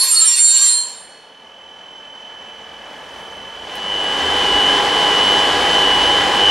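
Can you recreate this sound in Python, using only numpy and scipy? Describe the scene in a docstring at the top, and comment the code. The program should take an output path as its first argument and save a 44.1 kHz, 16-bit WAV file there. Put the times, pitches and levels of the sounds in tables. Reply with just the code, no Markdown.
"""Beside a freight railway. Brake blocks grind on the wagon wheels and make them ring in high squeals, then let
go. Far off, idling diesel locomotives hum on, and their gear teeth make a whine near 3 kHz that throbs with
each turn of the shaft. A faint hiss swells and fades. Then the scene fades over to much nearer engines under
load, with a louder whine, a low exhaust rumble and a few sharp ticks."""
import sys
import numpy as np
from scipy import signal
from scipy.fft import rfft, irfft
from scipy.io import wavfile
from scipy.ndimage import uniform_filter1d

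SR = 44100
rng = np.random.default_rng(int(sys.argv[2]) if len(sys.argv) > 2 else 0)


def unload_audio(sound):
    """Save the sound as a 16-bit wav file, at the path given as the first command line argument."""
    columns = np.transpose(np.atleast_2d(sound))
    # keep every value between -1 and 1, then stretch to whole-number steps
    steps = np.round(np.clip(columns, -1, 1) * 32767)
    wavfile.write(sys.argv[1], SR, steps.astype(np.int16))


N = 286650
T = np.arange(N) / SR
RELEASE_S = 0.64   # the brake blocks lift off the wheels
# How alike left and right sound. Each row: frequency in Hz, likeness (1 means the same).
STEREO_LIKENESS = [(60, 1), (200, .997), (400, .99), (700, .93), (1300, .9), (2400, .92), (4400, .9),
                   (7800, .89), (9500, .95), (11500, .995), (15000, 1)]


def from_db(db):
    """Turn a level in dB into a number to multiply by."""
    return 10 ** (np.asarray(db) / 20)


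def rms_one(x):
    """Scale a signal so that its average strength (rms) is 1."""
    return x / np.sqrt(np.mean(x ** 2) + 1e-20)


def at_hz(points, hz):
    """Read between the rows of a (frequency, value) table, giving every octave equal room."""
    pitches, values = np.transpose(points)
    return np.interp(np.log(hz), np.log(pitches), values)


def with_levels(rows, sound):
    """Make a sound follow (seconds, dB) rows, fading to silence 40 ms beyond either end."""
    times, levels_db = np.transpose(rows)
    gate = np.interp(T, [times[0] - .04, times[0], times[-1], times[-1] + .04], [0, 1, 1, 0])
    return gate * from_db(np.interp(T, times, levels_db)) * sound


def drift(rate_hz):
    """A smooth random wobble of size about 1; a higher rate wobbles faster."""
    r = np.exp(-80 * np.pi * rate_hz / SR)
    coarse = rng.standard_normal(N // 40 + 2002)   # one value for every 40 samples
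    slow = signal.lfilter([1], [1, -2 * r, r * r], coarse)[2000:]
    return np.interp(np.arange(N) / 40, np.arange(len(slow)), rms_one(slow))


def panned(tone, hz, pan_db, spread):
    """Split a complex tone into left and right; level and phase differ less where the sides are alike."""
    apart = np.clip(1 - at_hz(STEREO_LIKENESS, hz), 0, .1) * 10
    lead = spread * (rng.choice([-1, 1]) + 0.53 * drift(4.0)[:len(tone)])
    skew = np.exp(1j * apart * lead) * from_db(apart * pan_db / 2)
    return np.sqrt(2) * np.real([tone * skew, tone / skew])


def banded_noise(colour, flicker_db):
    """Stereo noise shaped by (Hz, dB) rows; its octaves flicker partly together, partly alone."""
    hz = np.maximum(np.fft.rfftfreq(N, 1 / SR), 1)
    alike = np.clip(at_hz(STEREO_LIKENESS, hz), 0, 1)
    white = rfft(rng.standard_normal((2, N)))
    shaped = white * from_db(at_hz(colour, hz)) * np.sqrt([1 + alike, 1 - alike])
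    out, together, octave = 0, drift(6), np.log2(hz / 20)
    for band in range(11):
        share = np.clip(1 - abs(octave - band), 0, 1)
        out = out + irfft(shaped * share, N) * from_db(flicker_db * (0.86 * together + drift(24)))
    middle, side = out
    return rms_one(np.array([middle + side, middle - side]))


def resonate(x, hz, width_hz):
    """Make a sound ring near one pitch by passing it twice through a resonance."""
    r = np.exp(-np.pi * width_hz / SR)
    section = [1 - r, 0, r - 1, 1, -2 * r * np.cos(2 * np.pi * hz / SR), r * r]
    return signal.sosfilt([section, section], x)


def ringing_noise(resonances):
    """One noise rings through several resonances, each adding a rough hum."""
    noise = banded_noise([(20, 0), (20000, 0)], flicker_db=0)
    return sum(from_db(db) * rms_one(resonate(noise, hz, width)) for hz, width, db in resonances)


def exhaust_rumble():
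    """The exhaust thuds in the deep bass, loudest once the near engines come in."""
    # Each row: time in seconds, level in dB.
    levels = [(0.0, -65), (0.43, -78), (3.82, -55.5), (4.35, -44), (5.3, -44), (6.5, -41)]
    # Each row: pitch in Hz, width in Hz, dB added to the level.
    resonances = [(25, 8, -17.5), (52.5, 11, -2), (79.5, 12, 0.5)]
    return with_levels(levels, ringing_noise(resonances))


def faint_hiss():
    """A thin, high hiss swells and fades."""
    # Each row: time in seconds, level in dB.
    levels = [(1.4, -79), (2.5, -78), (3.2, -60), (3.9, -77)]
    # Each row: frequency in Hz, relative strength in dB.
    colour = [(4000, -30), (7000, -13.5), (9000, 5), (12000, -7), (15000, -14)]
    return with_levels(levels, banded_noise(colour, flicker_db=1.0))


def ticks():
    """Sharp ticks, each a few milliseconds of bright noise."""
    # Each row: start in seconds, level in dB before filtering, centre pitch in Hz.
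    bursts = [(3.754, -27, 10500), (3.766, -33, 10000), (3.78, -39, 9000), (4.038, -29, 8500),
              (5.316, -30, 12800)]
    out = np.zeros(N)
    for start, db, hz in bursts:
        burst = rng.standard_normal(N) * (T > start) * np.exp(-np.clip(T - start, 0, 1) / .003)
        band = signal.butter(2, [hz * .8, hz * 1.2], "band", fs=SR, output="sos")
        out += from_db(db) * signal.sosfilt(band, burst + 1e-18)
    return out


def machinery_tones(pitches_hz, levels_db, waver, flicker_db):
    """Spinning parts sing steady tones that waver a little in level and pitch."""
    out = 0
    for hz, db in zip(pitches_hz, levels_db):
        level = from_db(db + flicker_db * drift(9.1))
        phase = hz * (2 * np.pi * T + waver * drift(3))
        out = out + panned(level * np.exp(1j * phase), hz, pan_db=-.3, spread=0.25)
    return out


def gear_whine(rows, mesh_hz, shaft_hz, waver, overtone_db, pan_db):
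    """Gear teeth meet at mesh_hz; a tone one shaft rate below and one above make the whine throb."""
    mesh_phase = 2 * np.pi * mesh_hz * T + waver * drift(1.5)
    tone = 0
    for side, (db, second_db, dips) in zip((-1, 0, 1), rows):
        # A second engine slides in and out of step, partly cancelling the first at each dip.
        beat_turns = np.interp(T, dips, np.arange(len(dips)))
        pair = 1 - from_db(second_db) * np.exp(2j * np.pi * beat_turns)
        phase = mesh_phase + 2 * np.pi * side * shaft_hz * T + 0.4 * drift(4.2)
        tone = tone + from_db(db + 0.67 * drift(21)) * pair * np.exp(1j * phase)
    strength = uniform_filter1d(abs(tone), size=4096)
    overtone = from_db(overtone_db) * tone ** 2 / strength   # squaring gives the octave above
    return panned(tone + overtone, mesh_hz, pan_db, spread=0.16)


def far_engines():
    """Distant diesels idle: a soft roar, humming bodies and a gear whine a little to the right."""
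    # Each row: time in seconds, level in dB.
    engine_levels, whine_levels = [(0.0, -41), (0.4, -53.5), (0.79, -44), (1.35, -46), (2.47, -40.5),
                                   (3.11, -37), (3.65, -36.5), (4.3, -30)], [(0.5, -44), (1.2, -48), (2.3, -40.5), (2.9, -39.5),
                                                 (3.5, -39.5), (3.75, -39), (4.0, -52)]
    # The roar. Each row: frequency in Hz, relative strength in dB.
    colour = [(60, -42.5), (125, -18), (220, -10.5), (335, -12.5), (530, -7), (860, -5.5), (1300, -11.5),
              (1670, -10.5), (2700, -17), (3100, -15), (3700, -20.5), (6200, -28), (10000, -40),
              (15000, -51.5)]
    # Body resonances. Each row: pitch in Hz, width in Hz, dB added to the engine level.
    body = [(452, 15, -15.5), (541.6, 160, -12.5), (886.4, 36, -10), (1682, 36, -18)]
    # Spinning parts: their pitches in Hz, and their dB added to the engine level.
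    parts_hz, parts_db = [1170, 1564, 1708, 5917, 5959, 1954, 2347, 2633, 2918, 3082, 3138, 3284, 3327,
                          3413, 5712], [-16, -22, -14.5, -30.5, -28.5, -22.5, -21, -17, -34.5, -22,
                                                 -23, -24.5, -17.5, -27, -28]
    # Lower, middle and upper whine tone. Each row: dB added to the whine level,
    # second engine in dB against the first, times of the dips in seconds.
    gear_tones = [(-11.5, -3.5, [0, 0.899, 2.0, 3.18, 4.3]), (-4, -20.5, [-.5, 1.6, 9]),
                  (-1.5, -5, [0, 1.05, 3.0, 4.1])]
    roar = from_db(0.5) * banded_noise(colour, flicker_db=0.56) + ringing_noise(body)
    whine = gear_whine(gear_tones, mesh_hz=3000.3, shaft_hz=40.8, waver=0.36,
                       overtone_db=-29.5, pan_db=-3.5)
    tones = machinery_tones(parts_hz, parts_db, waver=.0004, flicker_db=2.5)
    return with_levels(engine_levels, roar + tones) + with_levels(whine_levels, whine)


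def near_engines():
    """Close diesels work under load: a loud roar, humming bodies and a faster-throbbing whine."""
    # Each row: time in seconds, level in dB.
    engine_levels, whine_levels = [(3.55, -49), (3.73, -34.5), (4.11, -25), (4.4, -21), (4.81, -19),
                                   (6.5, -19)], [(3.62, -49), (3.82, -30), (4.0, -24.5), (4.4, -21.5),
                                                 (4.7, -18), (5.0, -20.5), (5.3, -19.5), (5.55, -20.5),
                                                 (5.75, -19), (6.3, -20), (6.5, -15.5)]
    # The roar. Each row: frequency in Hz, relative strength in dB.
    colour = [(60, -18), (128, -17.5), (290, -6), (430, -3.5), (650, -3.5), (810, -0.5), (1350, -7),
              (1700, -7), (2300, -10.5), (3100, -9.5), (4200, -13.5), (9300, -28), (12000, -39.5),
              (15000, -45.5)]
    # Body resonances. Each row: pitch in Hz, width in Hz, dB added to the engine level.
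    body = [(155.5, 25, -23.5), (188.4, 9.1, -28), (290.6, 26, -18), (410, 64, -12.5), (485, 26, -12.5),
            (783, 21, -14.5), (1663, 190, -10.5), (1967, 41, -13), (2840, 14, -16)]
    # Spinning parts: their pitches in Hz, and their dB added to the engine level.
    parts_hz, parts_db = [825, 995, 1032, 1100, 1171, 1560, 1651, 2046, 2078, 2202, 2433, 3096, 3199, 3242,
                          3404, 3505, 5226, 7075, 7883, 8942, 9044, 10157], [-8, -12, -12, -17, -19, -20, -15, -23, -21, -24, -22, -19,
                                                 -19, -20, -16, -20, -32, -38, -36, -42, -42, -34]
    # Lower, middle and upper whine tone. Each row: dB added to the whine level,
    # second engine in dB against the first, times of the dips in seconds.
    gear_tones = [(-1.5, -4.5, [3.6, 4.3, 4.81, 5.65, 6.27, 6.9]),
                  (-12.5, -17, [3.6, 4.1, 5.0, 5.5, 6.0, 6.9]),
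                  (-1, -9, [3.75, 4.07, 4.55, 4.86, 5.13, 5.57, 5.95, 6.33, 6.7])]
    roar = from_db(0.5) * banded_noise(colour, flicker_db=0.5) + ringing_noise(body)
    whine = gear_whine(gear_tones, mesh_hz=2997, shaft_hz=49.7, waver=.8, overtone_db=-32, pan_db=-.3)
    tones = machinery_tones(parts_hz, parts_db, waver=0.0011, flicker_db=2.0)
    return with_levels(engine_levels, roar + tones) + with_levels(whine_levels, whine)


def brake_grinding(note_count):
    """Blocks rub the rough wheel treads and stir many wheel notes, each flaring and dying on its own."""
    # Each row: time in seconds, level in dB.
    levels = [(0, -21.5), (.14, -28.5), (.29, -25), (.34, -27.5), (.385, -23.5), (.43, -32.5), (.56, -27.5),
              (.65, -27.5), (.72, -27.5), (.9, -41.5), (1.1, -57), (1.3, -63)]
    # The rubbing noise. Each row: frequency in Hz, relative strength in dB.
    colour = [(300, -44.5), (700, -22), (1050, 0), (1400, -11), (2300, -6.5), (4300, 2), (6000, -3),
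              (8000, -3.5), (11000, -9), (15000, -15.5)]
    span = round(1.4 * SR)
    rubbing = banded_noise(colour, flicker_db=.3)[:, :span]
    ringing = 0
    for hz in 900 * (15000 / 900) ** (rng.random(note_count) ** .5):
        ringing = ringing + resonate(rubbing, hz, width_hz=30) * from_db(5 * drift(9)[:span])
    grind = np.zeros((2, N))
    grind[:, :span] = rms_one(ringing) + from_db(-4) * rubbing
    dull = signal.sosfiltfilt(signal.butter(2, 9000, fs=SR, output="sos"), grind)
    treble = (grind - dull) * from_db(-35 * np.clip(T - RELEASE_S, 0, None))   # dies first on release
    judder = from_db(.8 * drift(15))
    lean_right = from_db([[-.4], [.4]])
    return with_levels(levels, judder * (dull + treble)) * lean_right


def brake_squeals():
    """Under the blocks, each natural note of the wheels catches, sings a trembling tone and slips."""
    # The notes the wheels ring at, in Hz.
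    wheel_hz = [4348, 7366, 8938, 7514, 9849, 4212, 7452, 11300, 8700, 5553, 5323, 5855, 4480, 3812, 4960,
                3612, 3046, 3164, 1040, 1306, 1562, 1162, 6355, 4702, 14945, 13645, 10005, 9656, 965, 5130,
                4275, 2799, 3394]
    # One list of catches for each note. Each row: time of full strength in seconds,
    # hold in seconds, level in dB, fade in dB per second.
    note_catches = [
        [(.012, 0.01, -14.5, 129), (.172, 0.011, -11.5, 302), (.262, 0.029, -28, 400), (.34, 0.0057, -21, 500),
         (.39, 0.0074, -21, 599), (.44, 0.19, -23, 199.5), (.8, 0.087, -39, 130), (1.12, .03, -50, 90)],
        [(0, 0.014, -26, 200), (.085, 0.048, -18.5, 151.5), (.17, 0.0075, -16.5, 699),
         (.212, 0.031, -11.5, 1001), (.28, 0.043, -13.5, 248), (.4, 0.17, -12, 250.5), (.6, 0.073, -13, 101.5)],
        [(0, 0.1, -26, 198), (.115, .03, -12, 250), (.195, 0.007, -13.5, 260.5), (.255, .015, -12, 161),
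         (.37, 0.14, -15.5, 399.5), (.57, 0.022, -18, 1198.5), (.618, 0.011, -19, 300), (.66, 0.074, -17, 140),
         (.96, 0.048, -40, 109)],
        [(0, 0.018, -24, 153), (.155, .02, -25.5, 260), (.28, .03, -27.5, 800.5), (.38, .02, -26, 399.5),
         (.62, 0.16, -25.5, 122)],
        [(0, 0.046, -17.5, 796), (.11, .04, -23, 599.5), (.18, .08, -30.5, 300), (.33, .02, -36, 140)],
        [(.57, 0.0082, -23.5, 800.5), (.635, .015, -22, 600), (.695, 0.099, -21, 153)],
        [(.76, 0.029, -25, 115.5)],
        [(.03, 0.018, -25, 700), (.088, 0.025, -28, 216)],
        [(0.004, .12, -29.5, 100)],
        [(.28, 0.041, -23, 301)],
        [(.3, .02, -34, 251.5), (.38, .02, -38.5, 399.5)],
        [(.27, .26, -34, 150), (.6, 0.052, -28, 450)],
        [(.31, .36, -33, 92)],
        [(.19, 0.11, -38.5, 199), (.46, 0.11, -34.5, 70)],
        [(0, .16, -32.5, 151.5)],
        [(.38, 0.023, -33, 251)],
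        [(.24, 0.04, -31.5, 299.5)],
        [(.63, .14, -38.5, 88)],
        [(0, 0.12, -39, 102), (.5, 0.35, -45, 150)],
        [(.13, .05, -39, 249), (.23, 0.016, -32, 401.5)],
        [(.39, 0.23, -44, 90)],
        [(.62, 0.031, -38, 400)],
        [(.5, .06, -40, 201.5), (.63, .04, -39.5, 300)],
        [(0.595, .16, -39.5, 83)],
        [(0.0037, .08, -42.5, 55)],
        [(.35, .37, -55, 64)],
        [(.51, 0.31, -51, 75)],
        [(.61, .15, -51, 36)],
        [(.3, .08, -48, 200), (.73, 0.2, -47, 200)],
        [(.13, 0.11, -38.5, 204), (.62, 0.13, -57, 87)],
        [(.92, 0.19, -51, 47)],
        [(0.336, 0.015, -33.5, 399)],
        [(.27, 0.052, -38.5, 300.5)],
    ]
    # Each row: frequency in Hz, left minus right in dB before panned() narrows it.
    balance = [(1000, -0.2), (4350, -2), (6000, 1.5), (7400, -4), (9000, -5), (9900, -6), (11300, 8)]
    rise_db_per_s, tremble_db, tremble_radians = 700.5, 1.3, .5
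    out, t = np.zeros((2, N)), T[:2 * SR]
    freed = np.clip((t - RELEASE_S) / .3, 0, 1)
    clock = np.cumsum(1 + .002 * freed) / SR   # a freed wheel rings slightly higher
    for hz, catches in zip(wheel_hz, note_catches):
        catch_levels = [db - rise_db_per_s * np.clip(full_at - t, 0, None)
                        - fade * np.clip(t - full_at - hold, 0, None)
                        for full_at, hold, db, fade in catches]
        level_db = np.max(catch_levels, axis=0)   # the strongest catch wins
        phase = 2 * np.pi * hz * clock + tremble_radians * drift(25)[:len(t)]
        tone = from_db(level_db + tremble_db * drift(25)[:len(t)]) * np.exp(1j * phase)
        out[:, :len(t)] += panned(tone, hz, at_hz(balance, hz), spread=.2)
    return out


def scene():
    """Add up the brakes, the engines and the small sounds around them."""
    brakes = brake_squeals() + brake_grinding(note_count=140)
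    return brakes + far_engines() + faint_hiss() + near_engines() + exhaust_rumble() + ticks()


def record(dry):
    """Cut away the highest treble, above 15100 Hz."""
    return signal.sosfilt(signal.ellip(10, .5, 70, 15100, fs=SR, output="sos"), dry)


dry = scene()
out = record(dry)
unload_audio(out)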